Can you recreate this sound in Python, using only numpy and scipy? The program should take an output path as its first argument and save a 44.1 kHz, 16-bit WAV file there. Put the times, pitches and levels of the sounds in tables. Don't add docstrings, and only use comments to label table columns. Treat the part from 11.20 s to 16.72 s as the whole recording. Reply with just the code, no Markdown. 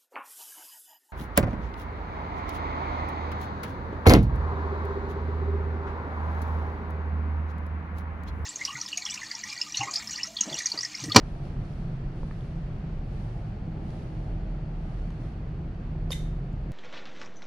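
import sys
import numpy as np
from scipy import signal
from scipy.fft import rfft, irfft, next_fast_len
from scipy.io import wavfile
from scipy.ndimage import uniform_filter1d

SR = 44100
rng = np.random.default_rng(int(sys.argv[2]) if len(sys.argv) > 2 else 0)


def store_wav(level_fs):
    pcm = np.round(np.clip(np.atleast_2d(level_fs), -1, 1) * 32767)
    wavfile.write(sys.argv[1], SR, pcm.T.astype(np.int16))


N = 243401
T = np.arange(N) / SR


def undb(db):
    return 10 ** (np.asarray(db) / 20)


def unit(x):
    return x / np.sqrt(np.mean(x ** 2))


def curve(rows, axis=1):
    rows = np.array(rows)
    return np.interp(T, rows[:, 0], rows[:, axis])


def colour(x, points):
    hz, db = np.transpose(points)
    size = next_fast_len(N)
    f = np.maximum(np.fft.rfftfreq(size, 1 / SR), 1)
    gain = undb(np.interp(np.log(f), np.log(hz), db))
    return irfft(rfft(x, size) * gain, size)[..., :N]


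def low_pass(x, order, hz):
    return signal.sosfilt(signal.butter(order, hz, fs=SR, output="sos"), x)


def resonate(x, hz, width_hz):
    return signal.lfilter(*signal.iirpeak(hz, hz / width_hz, fs=SR), x)


def walk(rate):
    k = int(SR / rate)
    steps = np.repeat(rng.standard_normal(N // k + 2), k)
    smooth = uniform_filter1d(uniform_filter1d(steps, k), k)
    return unit(smooth[:N])


def noise(channels=1):
    return rng.standard_normal((channels, N))


def place(x, pan_db):
    return x * undb(np.array([[pan_db], [-pan_db]]) / 2)


def burst(start, rise, decay):
    age = np.maximum(T - start, 0)
    return (1 - np.exp(-age / rise)) * np.exp(-age / decay)


def passing(passed_s, reach_s):
    return np.exp(-((T - passed_s) / reach_s) ** 2)


# freq_hz, level_db (per Hz)
RUMBLE_SPECTRUM = [(12, -16), (22, -7.5), (30, -3), (50, -1), (100, -3), (150, -2), (190, -8), (245, -14),
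                   (280, -17), (350, -16.5), (430, -22), (740, -27), (950, -37.5), (2800, -45.5),
                   (5000, -63.5), (12000, -92.5)]


def wind(level_db=-35.5, waver_db=0.58, apart_db=-23):
    shared, apart = unit(colour(noise(channels=2), RUMBLE_SPECTRUM))
    eddies = shared + undb(apart_db) * np.array([apart, -apart])
    return eddies * undb(level_db + waver_db * walk(14))


# middle_s, centre_hz, peak_db
PULSE_EVENTS = [(.985, 286, -41), (1.775, 32, -28.5), (2.165, 135, -23.5), (2.48, 280, -36),
                (3.809, 45.4, -27.5), (4.0, 248, -32.5)]


def low_pulses(cycles=0.91):
    out = 0
    for middle, hz, db in PULSE_EVENTS:
        turns = (T - middle) * hz
        out = out + undb(db) * np.cos(2 * np.pi * turns) * np.exp(-(turns / cycles) ** 2)
    return out


# time_s, level_db
THROB_LEVELS = [(0, -37.5), (.25, -37), (.7, -45), (1.0, -40), (1.55, -45), (1.9, -39), (2.7, -42),
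                (3.3, -35), (4.3, -42), (4.85, -36), (5.5, -37)]
# pitch_hz, level_db, passed_s
MACHINE_TONES = [(24.7, -38, 0.8), (113.65, -41, 2.16), (135.6, -41, 0.74), (161.7, -42, 0.92),
                 (157.4, -43, 3.6), (157.6, -41.5, 5.08), (208.2, -53, 2.4), (246.8, -53, 4.7),
                 (316.6, -53, 2.85), (636, -64, 3.4), (753, -64, 3.8)]


def engines(throb_hz=37.9, waver_db=0.63, flutter=0.45, drift_hz=1.69, away_db=-10, reach_s=0.68):
    t = T[::32]

    def wander(rate):
        knots = np.arange(0, t[-1] + 1, 1 / rate)
        return np.interp(t, knots, rng.standard_normal(len(knots)))

    def tone(hz, db):
        drift = np.cumsum(drift_hz * wander(4)) * t[1]
        cycles = hz * t + drift + rng.random()
        level = undb(np.interp(t, T, db) + waver_db * wander(3.06))
        size = level * (1 + flutter * wander(14))
        return np.sqrt(2) * np.sin(2 * np.pi * np.interp(T, t, cycles)) * np.interp(T, t, size)

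    out = tone(throb_hz, curve(THROB_LEVELS))
    for hz, db, passed in MACHINE_TONES:
        out = out + tone(hz, db + away_db * (1 - passing(passed, reach_s)))
    return out


# start_s, thud_hz, thud_db, ping_hz, ping_db, tick_db
KNOCK_EVENTS = [(.161, 650, -34, 2400, -62, -66), (.253, 320, -27, 2500, -53, -49),
                (.265, 765, -34, 2400, -63, -66), (.4535, 600, -53, 4400, -60, -53.5),
                (.514, 800, -35.5, 2390, -66, -64), (1.0318, 520, -28.5, 880, -28, -62),
                (1.1108, 1260, -31.5, 1750, -32, -66), (1.208, 600, -56, 3450, -45, -65),
                (2.705, 700, -46, 4400, -55, -47), (3.9048, 1000, -37.5, 2980, -47, -46.5),
                (4.752, 790, -36, 2400, -61, -70), (5.329, 600, -56, 7000, -57, -54.5),
                (4.9043, 520, -27, 1500, -39, -52), (4.9061, 500, -22, 5120, -31, -39),
                (4.9064, 1050, -32, 4450, -31, -44)]
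# freq_hz, level_db
TICK_SPECTRUM = [(1000, -2.5), (3500, 7.5), (6300, -2), (8500, -7.5), (11000, -8.5), (14000, -20.5)]


def knocks(pitched=0.82, dull=0.33, thud_decay_s=.0017, ping_decay_s=.0011, tick_decay_s=.001):
    out = np.zeros(N)
    age = T[:2048]
    attack = 1 - np.exp(-age / .0005)
    grit = unit(colour(noise()[0], TICK_SPECTRUM))
    for start, hz, thud_db, ping_hz, ping_db, tick_db in KNOCK_EVENTS:
        first = int(start * SR)
        span = slice(first, first + len(age))
        band = signal.butter(4, [hz / 2, hz * 1.7], "band", fs=SR, output="sos")
        body = unit(signal.sosfilt(band, rng.standard_normal(len(age))))
        thud = (pitched * np.sin(2 * np.pi * hz * age) + dull * body) * np.exp(-age / thud_decay_s)
        ping = np.sin(2 * np.pi * ping_hz * age) * np.exp(-age / ping_decay_s)
        tick = grit[span] * np.exp(-age / tick_decay_s)
        out[span] += attack * (thud * undb(thud_db) + ping * undb(ping_db) + tick * undb(tick_db))
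    return out


# start_s, length_s, start_pitch_hz, end_pitch_hz, tone_db, scrape_db
SLIP_EVENTS = [(4.9176, 0.007, 3660, 3680, -31, -43.5), (4.9271, 0.0047, 2920, 3200, -37.5, -41),
               (4.9282, 0.0064, 2049, 2234, -42.5, -54), (4.929, 0.0085, 3765, 3660, -36.5, -51)]
# freq_hz, width_hz, level_db
SOLE_RESONANCES = [(2180, 120, 3.5), (2510, 110, 6), (3150, 250, 2), (3630, 180, 0), (4000, 150, 1),
                   (5000, 900, -20), (6400, 1600, -26), (10000, 3000, -24)]


def squeak(jitter=0.0145, octave_db=-22):
    out = 0
    for start, length, from_hz, to_hz, tone_db, scrape_db in SLIP_EVENTS:
        progress = np.clip((T - start) / length, 0, 1)
        grip = np.sqrt(4 * progress * (1 - progress))
        pitch = (from_hz + (to_hz - from_hz) * progress) * (1 + jitter * walk(900))
        phase = 2 * np.pi * np.cumsum(pitch) / SR
        tone = np.sqrt(2) * (np.sin(phase) + undb(octave_db) * np.sin(2 * phase))
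        grit = colour(noise(), [(1400, -7), (2100, 8.0), (4000, 10), (12000, -11.0)])
        scrape = unit(sum(undb(db) * resonate(grit, hz, width) for hz, width, db in SOLE_RESONANCES))
        out = out + grip * (tone * undb(tone_db) + scrape * undb(scrape_db))
    return out


def shrill_modes(level_db=-29):
    pair = sum(np.sin(2 * np.pi * hz * T) for hz in (9870, 10500))
    return pair * burst(4.9215, 0.0022, 0.0015) * undb(level_db)


# freq_hz, level_db
RASP_SPECTRUM = [(500, -7), (1300, -2), (2100, -2), (3000, 3), (4200, -2.5), (6500, -1), (8000, -8),
                 (9500, -4), (12000, -4), (14500, -15)]


def rasp(db=-40, middle_s=4.9225, spread_s=0.0091):
    swell = np.exp(-.5 * ((T - middle_s) / spread_s) ** 2)
    return unit(colour(noise(), RASP_SPECTRUM)) * swell * undb(db)


# pitch_hz, level_db, t60_s
FITTING_RINGS = [(2020, -57, .28), (2230, -63, .45), (2600, -65, .45), (2900, -67, 0.38), (3117, -64, .45),
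                 (3425, -60, .4), (3658, -54, 0.44), (3718, -54, 0.38), (3840, -59, .35), (4062, -63, .43),
                 (6300, -69, .55)]


def fittings(start_s=4.919, rise_s=.006, waver_db=0.5):
    out = 0
    for hz, db, t60 in FITTING_RINGS:
        tone = np.sqrt(2) * np.sin(2 * np.pi * (hz * T + rng.random()))
        ring = burst(start_s, rise_s, t60 / np.log(1000))
        out = out + tone * ring * undb(db + waver_db * walk(60))
    return out


# freq_hz, level_db
ECHO_SPECTRUM = [(300, -3.5), (1200, -8), (2100, -1), (2700, -10.5), (3200, -4), (3700, -5.5), (4200, -2.5),
                 (5000, -5.5), (6500, -1), (8200, -1.5), (9500, -1), (12000, -6.5), (14500, -13)]


def deck(x, t60=0.5, echo_db=-10.5, early_db=-4, early_t60=0.3):
    fade = undb(-60 * T / t60) + undb(early_db) * undb(-60 * T / early_t60)
    onset = np.clip(T / 0.0036, 0, 1)
    response = colour(noise(channels=2), ECHO_SPECTRUM) * fade * onset
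    dull = low_pass(response, 2, 10500)
    fresh = np.exp(-T / 0.2)
    response = fresh * response + (1 - fresh) * dull
    response = response / np.sqrt(np.sum(response ** 2) / 2)
    return undb(echo_db) * signal.fftconvolve(x, response, axes=1)[:, :N]


def turn_inboard(middle_s=4.03, length_s=.25, turn_db=-2):
    return undb(turn_db * np.clip((T - middle_s) / length_s + .5, 0, 1))


# freq_hz, level_db (per Hz)
WASH_SPECTRUM = [(88, -28.5), (150, -1.5), (270, -10), (309, -8.5), (402, -7.5), (739, -6), (1080, -9),
                 (1350, -9.5), (1870, -14), (2540, -18), (3570, -24.5), (5220, -28.5), (7770, -32.5),
                 (9580, -28), (12300, -40.5), (14000, -59)]


def water(shade, level_db=-53.5, spot_db=-0.5, flicker_db=0.64, dull_hz=6000, shade_hz=1400):
    wash = unit(colour(noise(channels=2), WASH_SPECTRUM))
    wash = low_pass(wash, 3, dull_hz)
    low = low_pass(wash, 1, shade_hz)
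    shaded = low + shade * (wash - low)
    return shaded * undb(level_db + spot_db * passing(1.8, 0.62) + flicker_db * walk(12))


# peak_s, length_s, level_db
GUST_EVENTS = [(0.082, .3, -68.5), (0.256, 0.15, -67), (0.51, 0.36, -68.5), (1.038, 0.38, -68.5),
               (1.238, 0.42, -70.5), (2.0, 0.45, -67.5), (2.732, 0.33, -66), (2.997, 0.26, -71.5),
               (3.756, 0.53, -71), (4.04, 0.16, -68.5)]


def gusts(calm_db=-80.5, rise_share=0.34):
    power = undb(calm_db) ** 2
    for peak, length, db in GUST_EVENTS:
        reach = length * np.where(T < peak, rise_share, 1 - rise_share)
        power = power + undb(db) ** 2 * np.exp(-2 * ((T - peak) / reach) ** 2)
    return np.sqrt(power)


# freq_hz, level_db (per Hz)
AIR_SPECTRUM = [(1500, -9.5), (3000, 8.5), (5500, 4), (7500, -4), (10000, -2.5), (12500, -14),
                (14500, -25.5)]


def hiss():
    air = unit(colour(noise(channels=2), AIR_SPECTRUM))
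    return place(air * gusts(), pan_db=-4)


def whistle(shade, level_db=-77):
    return unit(resonate(noise(), 4420, 240)) * shade * undb(level_db)


# peak_s, reach_s (either side), level_db
ROAR_EVENTS = [(.22, 0.1, -56), (2.1, 0.26, -54), (2.64, .15, -52.5), (3.1, .25, -56), (3.62, .2, -56)]
# freq_hz, level_db (per Hz)
HOLLOW_SPECTRUM = [(250, -19.5), (550, -6), (700, -1), (860, -0.5), (1000, -19), (3000, -49.5),
                   (9000, -80.5)]


def roar():
    power = sum(undb(db) ** 2 * passing(peak, reach) for peak, reach, db in ROAR_EVENTS)
    return unit(colour(noise(channels=2), HOLLOW_SPECTRUM)) * np.sqrt(power)


def scene(rasp_direct_db=-9, rasp_echo_db=7):
    near = squeak() + fittings() + knocks()
    rubbing = rasp()
    shade = turn_inboard()
    bed = place(wind() + low_pulses() + engines(), pan_db=-.5)
    bed = bed + place(water(shade) + hiss() + whistle(shade) + roar(), pan_db=.7)
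    direct = place(near, pan_db=-.6) + place(shrill_modes(), pan_db=-15)
    direct = direct + place(rubbing * undb(rasp_direct_db), pan_db=-24.5)
    echo = place(deck(near + rubbing * undb(rasp_echo_db)), pan_db=-1.5)
    return bed + direct + echo


def record(dry, top_hz=14200):
    fade = np.clip(T / .006, 0, 1)
    return signal.sosfilt(signal.ellip(8, .2, 80, top_hz, fs=SR, output="sos"), dry * fade)


dry = scene()
out = record(dry)
store_wav(out)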